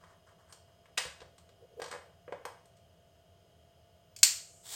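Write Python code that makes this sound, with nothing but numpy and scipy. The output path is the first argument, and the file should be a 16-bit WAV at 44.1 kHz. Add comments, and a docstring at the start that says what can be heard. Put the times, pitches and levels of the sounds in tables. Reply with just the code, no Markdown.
"""Sandwich maker on a stone counter

A hand presses down the lid of a plastic sandwich maker and works its latch: struck modes and noise
bursts click, clatter and knock, while shaped noise and a wavering tone give rubs, a squeak and groans.
Later the thermostat snaps over in a hard, ringing crack and a hiss of noise with spatter swells up.
A refrigerator hums behind it all in steady tones and noise, and the small hard room answers every click."""
import sys
import numpy as np
from scipy import signal
from scipy.fft import rfft, irfft, next_fast_len
from scipy.io import wavfile
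from scipy.ndimage import uniform_filter1d, map_coordinates

SR = 44100
rng = np.random.default_rng(int(sys.argv[2]) if len(sys.argv) > 2 else 0)


def waveform_to_disk(signal):
    """Save audio, clipped to [-1, 1], as 16-bit WAV at the path in sys.argv[1]."""
    frames = np.transpose(np.atleast_2d(signal))
    scaled = np.clip(frames, -1, 1) * 32767
    samples = np.round(scaled).astype(np.int16)
    wavfile.write(sys.argv[1], SR, samples)


N = 209769
T = np.arange(int(0.7 * SR)) / SR  # the time axis of one blow, in seconds

# Contacts of lid and latch. Each row: start in seconds, body knock in dB, shell clack in dB, edge tick in dB,
# clack brightness in dB per octave, tick brightness in dB per octave.
LATCH_CONTACTS = [(0.038, -67, -60, -70, -5, -6), (0.525, -64, -62, -52.5, -8, 2.5),
                  (0.857, -90, -63.5, -75, 9, 0), (0.9739, -50.5, -40.5, -49, 9, 4),
                  (0.977, -50.5, -32.5, -30, 8.5, -0.5), (0.982, -47.5, -35, -36, 6, 1.5),
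                  (1.051, -48.5, -48.5, -49, 1, 1), (1.204, -66, -61, -57.5, 0, -7),
                  (1.217, -49, -55.5, -58.5, -2, -5), (1.381, -74, -64, -60.5, -1, 2.5),
                  (1.491, -65, -68, -67, 1, -2), (1.799, -53, -52, -60, -2, -5),
                  (1.8181, -41.5, -42, -45, -3, 0), (1.913, -51, -46.5, -48, -3, 0.5),
                  (2.279, -45.5, -53, -78, -2, -4), (2.3233, -37.5, -43.5, -62, -4, -3),
                  (2.4525, -43.5, -39.5, -49, -4, 6.5), (2.656, -65, -74, -67.5, -1, 8),
                  (2.769, -80, -80, -69.5, 10, 3)]
# The loose latch chatters as it slips. Each row: start in seconds, end in seconds, mean gap between
# rebounds in seconds, then the first rebound's body knock, shell clack and edge tick in dB.
LATCH_RATTLES = [(1.841, 1.89, 0.0195, -56.5, -50, -49), (1.925, 1.967, 0.0115, -50, -44.5, -54.5)]
# The base rocks on its feet. Each row: start in seconds, level in dB.
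BASE_THUDS = [(1.052, -49), (1.217, -55.5)]
# The housing with its hollow. Each row: frequency in Hz, relative level in dB, t60 in seconds.
BODY_MODES = [(162, -15, 0.13), (378, -15, 0.027), (448, -3.5, 0.061), (491.3, 2.5, 0.078),
              (565.6, -6, 0.13), (690, -8, 0.071)]
# The plastic shell before any brightening. Each row: frequency in Hz, relative level in dB, t60 in seconds.
SHELL_MODES = [(760, -2, 0.049), (1017, 1.5, 0.029), (1184, -0.5, 0.028), (1612, 2, 0.033),
               (1927, -3, 0.054), (2175, -4, 0.027), (3010, -12, 0.026), (3200, -10, 0.016)]
# The whole appliance bouncing on rubber feet, its base ringing along. Each row: frequency in Hz,
# relative level in dB, t60 in seconds.
FEET_MODES = [(70.6, 2, 0.31), (109, -4, .25), (156, 3, 0.14), (565, 1, 0.3)]
# Noise colours of clack and tick before any brightening. Each row: frequency in Hz, density in dB per Hz.
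CLACK_COLOUR = [(300, -30), (620, -13), (820, 0.5), (1100, 4.5), (1600, -3), (2400, -1.5), (3500, -15.5),
                (5500, -40.5)]
TICK_COLOUR = [(1500, -24.5), (3000, -0.5), (4800, -0.5), (6200, -4.5), (8600, -2.5), (10200, -20),
               (13000, -18), (16000, -32)]
# The hand slides on the handle, and at 1.9 s the latch on its catch, in short strokes. Each row:
# start in seconds, length in seconds, level in dB ahead of the rub's trim.
SLIDE_STROKES = [(0.0, 0.13, -63), (0.262, 0.032, -61.5), (0.378, 0.04, -67), (0.47, 0.07, -62.5),
                 (0.67, 0.036, -70.5), (0.83, 0.06, -73), (1.9, 0.049, -50.5)]
# Noise colour of the sliding. Each row: frequency in Hz, density in dB per Hz.
SKIN_COLOUR = [(400, -22), (1000, 6), (1700, -0.5), (2600, -17.5), (8500, -15), (11000, -31.5)]
# The plastic groans at each push, hardest just before the latch gives. Each row: start in seconds,
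# length in seconds, level in dB.
PLASTIC_GROANS = [(1.6, 0.055, -58.5), (1.704, 0.04, -60.5), (1.765, 0.031, -50.5), (1.791, 0.012, -39)]
# A thin, high scrape just before the light contact at 0.525 s. Each row: start in seconds,
# length in seconds, level in dB.
PLASTIC_SQUEAKS = [(0.488, 0.032, -68.5)]
# The thermostat spring creeps, then snaps over. Each row: start in seconds, level in dB.
THERMOSTAT_SNAPS = [(4.163, -46.5), (4.188, -51), (4.207, -63), (4.2307, -12.5)]
# The steel spring and its bracket. Each row: frequency in Hz, relative level in dB, t60 in seconds.
SPRING_MODES = [(1590, -20.5, 0.061), (2214, -10, 0.057), (2600, -11.5, 0.054), (3315, -6, 0.025),
                (4410, -2, 0.024), (4490, -10.5, 0.12), (5280, -5, 0.077), (5900, -5.5, 0.033),
                (6586, 0.5, 0.036), (7210, 2, 0.044), (7370, -2, 0.025), (7660, -13.5, 0.087),
                (8040, -2.5, .06), (8620, -13, 0.065), (8220, -11, 0.15), (12670, -16, 0.083)]
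# Noise colours of the snap and of the hot plates' high modes. Each row: frequency in Hz, density in dB per Hz.
CRACK_COLOUR = [(200, -57), (600, -40), (1200, -21), (1600, -20), (2200, -11), (3800, -9), (4500, 1),
                (5200, -3), (6200, -5), (8200, -1.5), (9200, -6.5), (10300, -19), (12700, -10.5),
                (16000, -22)]
SHIMMER_COLOUR = [(2000, -44), (4500, -11), (5800, -4), (7200, 5), (8600, 3), (10000, -14.5), (12700, -12),
                  (15000, -34)]
# Noise colours of the sizzle and of the room's rumble. Each row: frequency in Hz, density in dB per Hz.
SIZZLE_COLOUR = [(180, -55.5), (300, -19), (469, -9), (592, -16), (735, -8.5), (1550, -9.5), (2230, -8.5),
                 (2590, -14), (3380, -2), (6240, -6), (7740, 1), (10600, -13.5), (15800, -11)]
AIR_COLOUR = [(12, -58), (20, -21), (48, -15.5), (85, 4.5), (172, -9.5), (292, -17), (397, -11.5),
              (554, -10), (674, -7.5), (733, -15), (969, -21), (2570, -27), (2960, -20), (3500, -27),
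              (15800, -37)]
# The refrigerator's tones. Each row: frequency in Hz, central level in dB rms.
HUM_TONES = [(86.1, -84.5), (398.4, -85.5), (436.0, -87), (635.2, -75.5), (683.7, -72), (1222, -91),
             (1459, -90), (2880, -85), (3058, -90), (3262, -88.5), (5006, -98.5), (6481, -99)]
# The refrigerator's hissing bands. Each row: centre in Hz, width in Hz, relative level in dB.
WHINE_BANDS = [(3140, 190, -1), (5040, 110, -2.5), (6510, 220, -8)]
# How long the kitchen rings. Each row: frequency in Hz, t60 in seconds.
KITCHEN_DECAY = [(150, 0.14), (500, 0.49), (1500, 0.43), (4000, 0.42), (8000, 0.39), (14000, 0.33)]
# Slight stereo width. Each row: frequency in Hz, side level against mid in dB.
STEREO_WIDTH = [(60, -36), (500, -43.5), (850, -34), (1250, -28), (1800, -8), (2800, -21), (5000, -48),
                (8000, -22.5), (10000, -4), (13000, -45)]

# change from one rebound to the next: clack and tick weaken, the knock grows slightly
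KNOCK_LOSS_DB, CLACK_LOSS_DB, TICK_LOSS_DB = -0.3, 2.5, 4.5
RATTLE_CLACK_SLOPE, RATTLE_TICK_SLOPE = -1.2, -0.88  # brightness of a rebound, dB per octave
RATTLE_JITTER_S = 0.0012  # rebounds come early or late by up to this
KNOCK_ROOM_DB, CLACK_ROOM_DB = -4.5, -3.5  # the kitchen's answer
STROKE_ATTACK_S, STROKE_RELEASE_S = 0.011, 0.044
GROAN_ATTACK_S, GROAN_RELEASE_S = 0.0095, 0.0067
GROAN_HZ = 460
SQUEAK_HZ, SQUEAK_WIDTH_HZ = 8640, 700
SIZZLE_START_S, SIZZLE_RISE_S, SIZZLE_DB = 4.628, 0.11, -42
DROPS_PER_S = 250
SIDE_TURN_RAD = 1.22
TOP_HZ = 15850


def amp(db):
    """Decibels to gain."""
    return 10 ** (np.asarray(db) / 20)


def unit(x):
    """x at rms 1."""
    return x / np.sqrt(np.mean(x ** 2) + 1e-20)


def blow(x):
    """x with the energy of 10 ms at rms 1."""
    return x * np.sqrt(SR / 100) / np.linalg.norm(x)


def along(points, hz):
    """(Hz, value) points read on a log axis."""
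    f, v = np.transpose(points)
    return np.interp(np.log(hz + 1), np.log(f + 1), v)


def tilted(rows, slope):
    """(Hz, dB, ..) rows tilted around 1 kHz by slope dB per octave."""
    return [(hz, db + slope * np.log2(hz / 1000), *rest) for hz, db, *rest in rows]


def wobble(rate):
    """A smooth random curve, rate knots a second."""
    knots = rng.standard_normal(int(N * rate / SR) + 4)
    return map_coordinates(knots, [np.arange(N) * rate / SR])


def swells(rows, attack, release):
    """A gain per sample from (s, length s, dB) rows: each rises, holds and dies away."""
    t = np.arange(N) / SR
    gain = np.zeros(N)
    for s, length, db in rows:
        rise = np.clip((t - s) / attack, 0, 1)
        gain += amp(db) * rise * np.exp(-np.maximum(t - s - length, 0) / release)
    return gain


def filtered(x, response):
    """x times a response of frequency."""
    n = x.shape[-1]
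    m = next_fast_len(n + 8192)
    return irfft(rfft(x, m) * response(np.fft.rfftfreq(m, 1 / SR)), m)[..., :n]


def noise(colour):
    """Steady noise of rms 1."""
    return unit(filtered(rng.standard_normal(N), lambda hz: amp(along(colour, hz))))


def burst(colour, envelope, size=1024):
    """A short noise burst through a causal, minimum-phase colour."""
    cepstrum = irfft(np.log(amp(along(colour, np.fft.rfftfreq(size, 1 / SR)))))
    # folding the cepstrum forward keeps the filter from sounding ahead of the blow
    cepstrum[1:size // 2] *= 2
    cepstrum[size // 2 + 1:] = 0
    response = irfft(np.exp(rfft(cepstrum)))
    grains = envelope * rng.standard_normal(len(T))
    return blow(signal.fftconvolve(grains, response)[:len(T)])


def fade(t60):
    """Exponential decay by 60 dB in t60 seconds."""
    return np.exp(-np.log(1000) * T / t60)


def ring(modes, scatter_db, attack, phase_spread=1):
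    """Damped modes with scattered strengths; modes that start in step give a sharp first swing."""
    total = np.zeros(len(T))
    for hz, db, t60 in modes:
        strength = amp(db + scatter_db * rng.standard_normal())
        phase = 2 * np.pi * (hz * T + phase_spread * rng.random())
        total += strength * fade(t60) * np.sin(phase)
    return blow(total * (1 - np.exp(-T / attack)))


def add(track, s, x):
    """Mix x into the track at s seconds."""
    part = track[round(s * SR):][:len(x)]
    part += x[:len(part)]


def lid():
    """Single contacts, runs of fading rebounds, and the base rocking on its feet."""
    out = np.zeros(N)
    for s, *touch in LATCH_CONTACTS:
        add(out, s, contact(*touch))
    for start, end, gap, knock_db, clack_db, tick_db in LATCH_RATTLES:
        for k, s in enumerate(np.arange(start, end, gap)):
            rebound = contact(knock_db - k * KNOCK_LOSS_DB, clack_db - k * CLACK_LOSS_DB,
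                              tick_db - k * TICK_LOSS_DB, RATTLE_CLACK_SLOPE, RATTLE_TICK_SLOPE)
            add(out, s + RATTLE_JITTER_S * rng.uniform(-1, 1), rebound)
    for s, db in BASE_THUDS:
        add(out, s, amp(db) * ring(FEET_MODES, scatter_db=0.0, attack=0.0046))
    return out


def contact(knock_db, clack_db, tick_db, clack_slope, tick_slope):
    """One contact knocks the housing, clacks the shell and ticks at the hard latch edge."""
    knock = amp(knock_db) * ring(BODY_MODES, scatter_db=2, attack=0.0011, phase_spread=0.17)
    # a harder contact favours the shell's higher modes
    shell = ring(tilted(SHELL_MODES, clack_slope), scatter_db=2, attack=0.00045)
    clatter = burst(tilted(CLACK_COLOUR, clack_slope), fade(0.035))
    clack = amp(clack_db) * blow(shell + amp(-1) * clatter)
    tick = amp(tick_db) * burst(tilted(TICK_COLOUR, tick_slope), fade(0.053))
    knock_heard = in_room(knock, KNOCK_ROOM_DB, blur_hz=60)
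    return knock_heard + in_room(clack + tick, CLACK_ROOM_DB, blur_hz=282)


def slides_and_groans():
    """Sliding surfaces stick and slip; under load the plastic groans near its main resonance."""
    friction = unit(noise(SKIN_COLOUR) * amp(2.0 * wobble(110.7)))
    rub = amp(-2.0) * swells(SLIDE_STROKES, STROKE_ATTACK_S, STROKE_RELEASE_S) * friction
    # the groan's phase wanders, so its pitch wavers
    tone = np.sin(2 * np.pi * GROAN_HZ * np.arange(N) / SR + 0.92 * wobble(70))
    grit = noise([(250, -30), (380, -5.5), (470, -1.0), (560, -1), (750, -18.5), (1500, -43.5)])
    groan = unit(tone + amp(-3.5) * grit)
    return rub + swells(PLASTIC_GROANS, GROAN_ATTACK_S, GROAN_RELEASE_S) * groan


def squeak():
    """Smooth plastic rubbing lightly sings in one narrow band."""
    resonance = lambda hz: 1 / (1 + (2 * (hz - SQUEAK_HZ) / SQUEAK_WIDTH_HZ) ** 2)
    band = unit(filtered(rng.standard_normal(N), resonance))
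    return swells(PLASTIC_SQUEAKS, STROKE_ATTACK_S, STROKE_RELEASE_S) * band


def thermostat():
    """The spring flips with a sharp burst of noise that dies quickly, and rings."""
    out = np.zeros(N)
    for s, db in THERMOSTAT_SNAPS:
        onset = np.exp(-np.maximum(T - 0.0052, 0) / 0.0007)  # a weaker part over the first 5 ms
        envelope = np.minimum(1, T / 0.00029) * (onset + amp(12.0) * fade(0.061))
        spring = ring(SPRING_MODES, scatter_db=1, attack=0.0004)
        # the small spring radiates little bass, but it jolts the plastic shell
        spring = filtered(spring, lambda hz: amp(along([(400, -21), (1200, 0)], hz)))
        jolt = ring(SHELL_MODES, scatter_db=2, attack=0.001)
        snap = blow(burst(CRACK_COLOUR, envelope) + amp(-2) * spring + amp(-28) * jolt)
        # the many close modes of the metal plates shimmer on faintly, as noise
        shimmer = amp(-31.5) * burst(SHIMMER_COLOUR, fade(3.6))
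        add(out, s, amp(db) * (in_room(snap, room_db=-5.5, blur_hz=600) + shimmer))
    return out


def sizzle():
    """A fine hiss with sparse, sharper spatter in it grows steadily to its full level."""
    drops = (rng.random(N) < DROPS_PER_S / SR) * amp(3 * rng.standard_normal(N))
    drop_envelope = signal.fftconvolve(drops, fade(0.01))[:N]
    spatter = unit(drop_envelope * noise(SIZZLE_COLOUR))
    growth = np.clip((np.arange(N) / SR - SIZZLE_START_S) / SIZZLE_RISE_S, 0, 1)
    return amp(SIZZLE_DB) * growth * unit(noise(SIZZLE_COLOUR) + amp(-4) * spatter)


def refrigerator():
    """Room rumble, slightly unsteady compressor tones, a low drone and narrow hissing bands."""
    t = np.arange(N) / SR
    hum = np.zeros(N)
    for hz, db in HUM_TONES:
        level = amp(db + 0.71 * wobble(3.72)) * np.sqrt(2)
        hum += level * np.sin(2 * np.pi * hz * t + 0.52 * wobble(3.4))
    bands = lambda f: sum(amp(db) / (1 + (2 * (f - hz) / width) ** 2) for hz, width, db in WHINE_BANDS)
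    whine = amp(-80.5) * unit(filtered(rng.standard_normal(N), bands))
    drone = amp(-75) * noise([(140, -32.5), (169, -12.5), (195, -35), (400, -79)])
    rumble = amp(-65.5) * noise(AIR_COLOUR)
    return hum + whine + drone + rumble


def in_room(x, room_db, blur_hz, build=0.0027):
    """A blow plus a fresh kitchen echo: noise that builds up quickly and decays at a rate set by pitch."""
    hz, t, z = signal.stft(rng.standard_normal(len(T)), SR, nperseg=256)
    decay = np.exp(-np.log(1000) * t / along(KITCHEN_DECAY, hz)[:, None])
    tail = signal.istft(z * decay, SR, nperseg=256)[1][:len(T)]
    tail = tail * (1 - np.exp(-T / build))
    # the walls collect sound from all sides of the object, which blurs the fine ripples of its spectrum
    grid = np.fft.rfftfreq(len(T), 1 / SR)
    power = uniform_filter1d(np.abs(rfft(x)) ** 2, max(1, int(blur_hz / grid[1])))
    radiated = np.sqrt(np.abs(power))
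    echo = filtered(tail / np.linalg.norm(tail), lambda f: np.interp(f, grid, radiated))
    return x + amp(room_db) * echo


def scene():
    """All sources, nearly mono, with a slight frequency-dependent width."""
    mid = lid() + slides_and_groans() + squeak() + thermostat() + sizzle() + refrigerator()
    side = filtered(mid, lambda hz: amp(along(STEREO_WIDTH, hz)) * np.exp(1j * SIDE_TURN_RAD))
    return np.array([mid + side, mid - side])


def record(dry):
    """The recorder rounds off the highest peaks and keeps nothing above its band limit."""
    ceiling = 1.0
    rounded = dry / (1 + (dry / ceiling) ** 4) ** (1 / 4)
    return filtered(rounded, lambda hz: hz < TOP_HZ)


dry = scene()
out = record(dry)
waveform_to_disk(out)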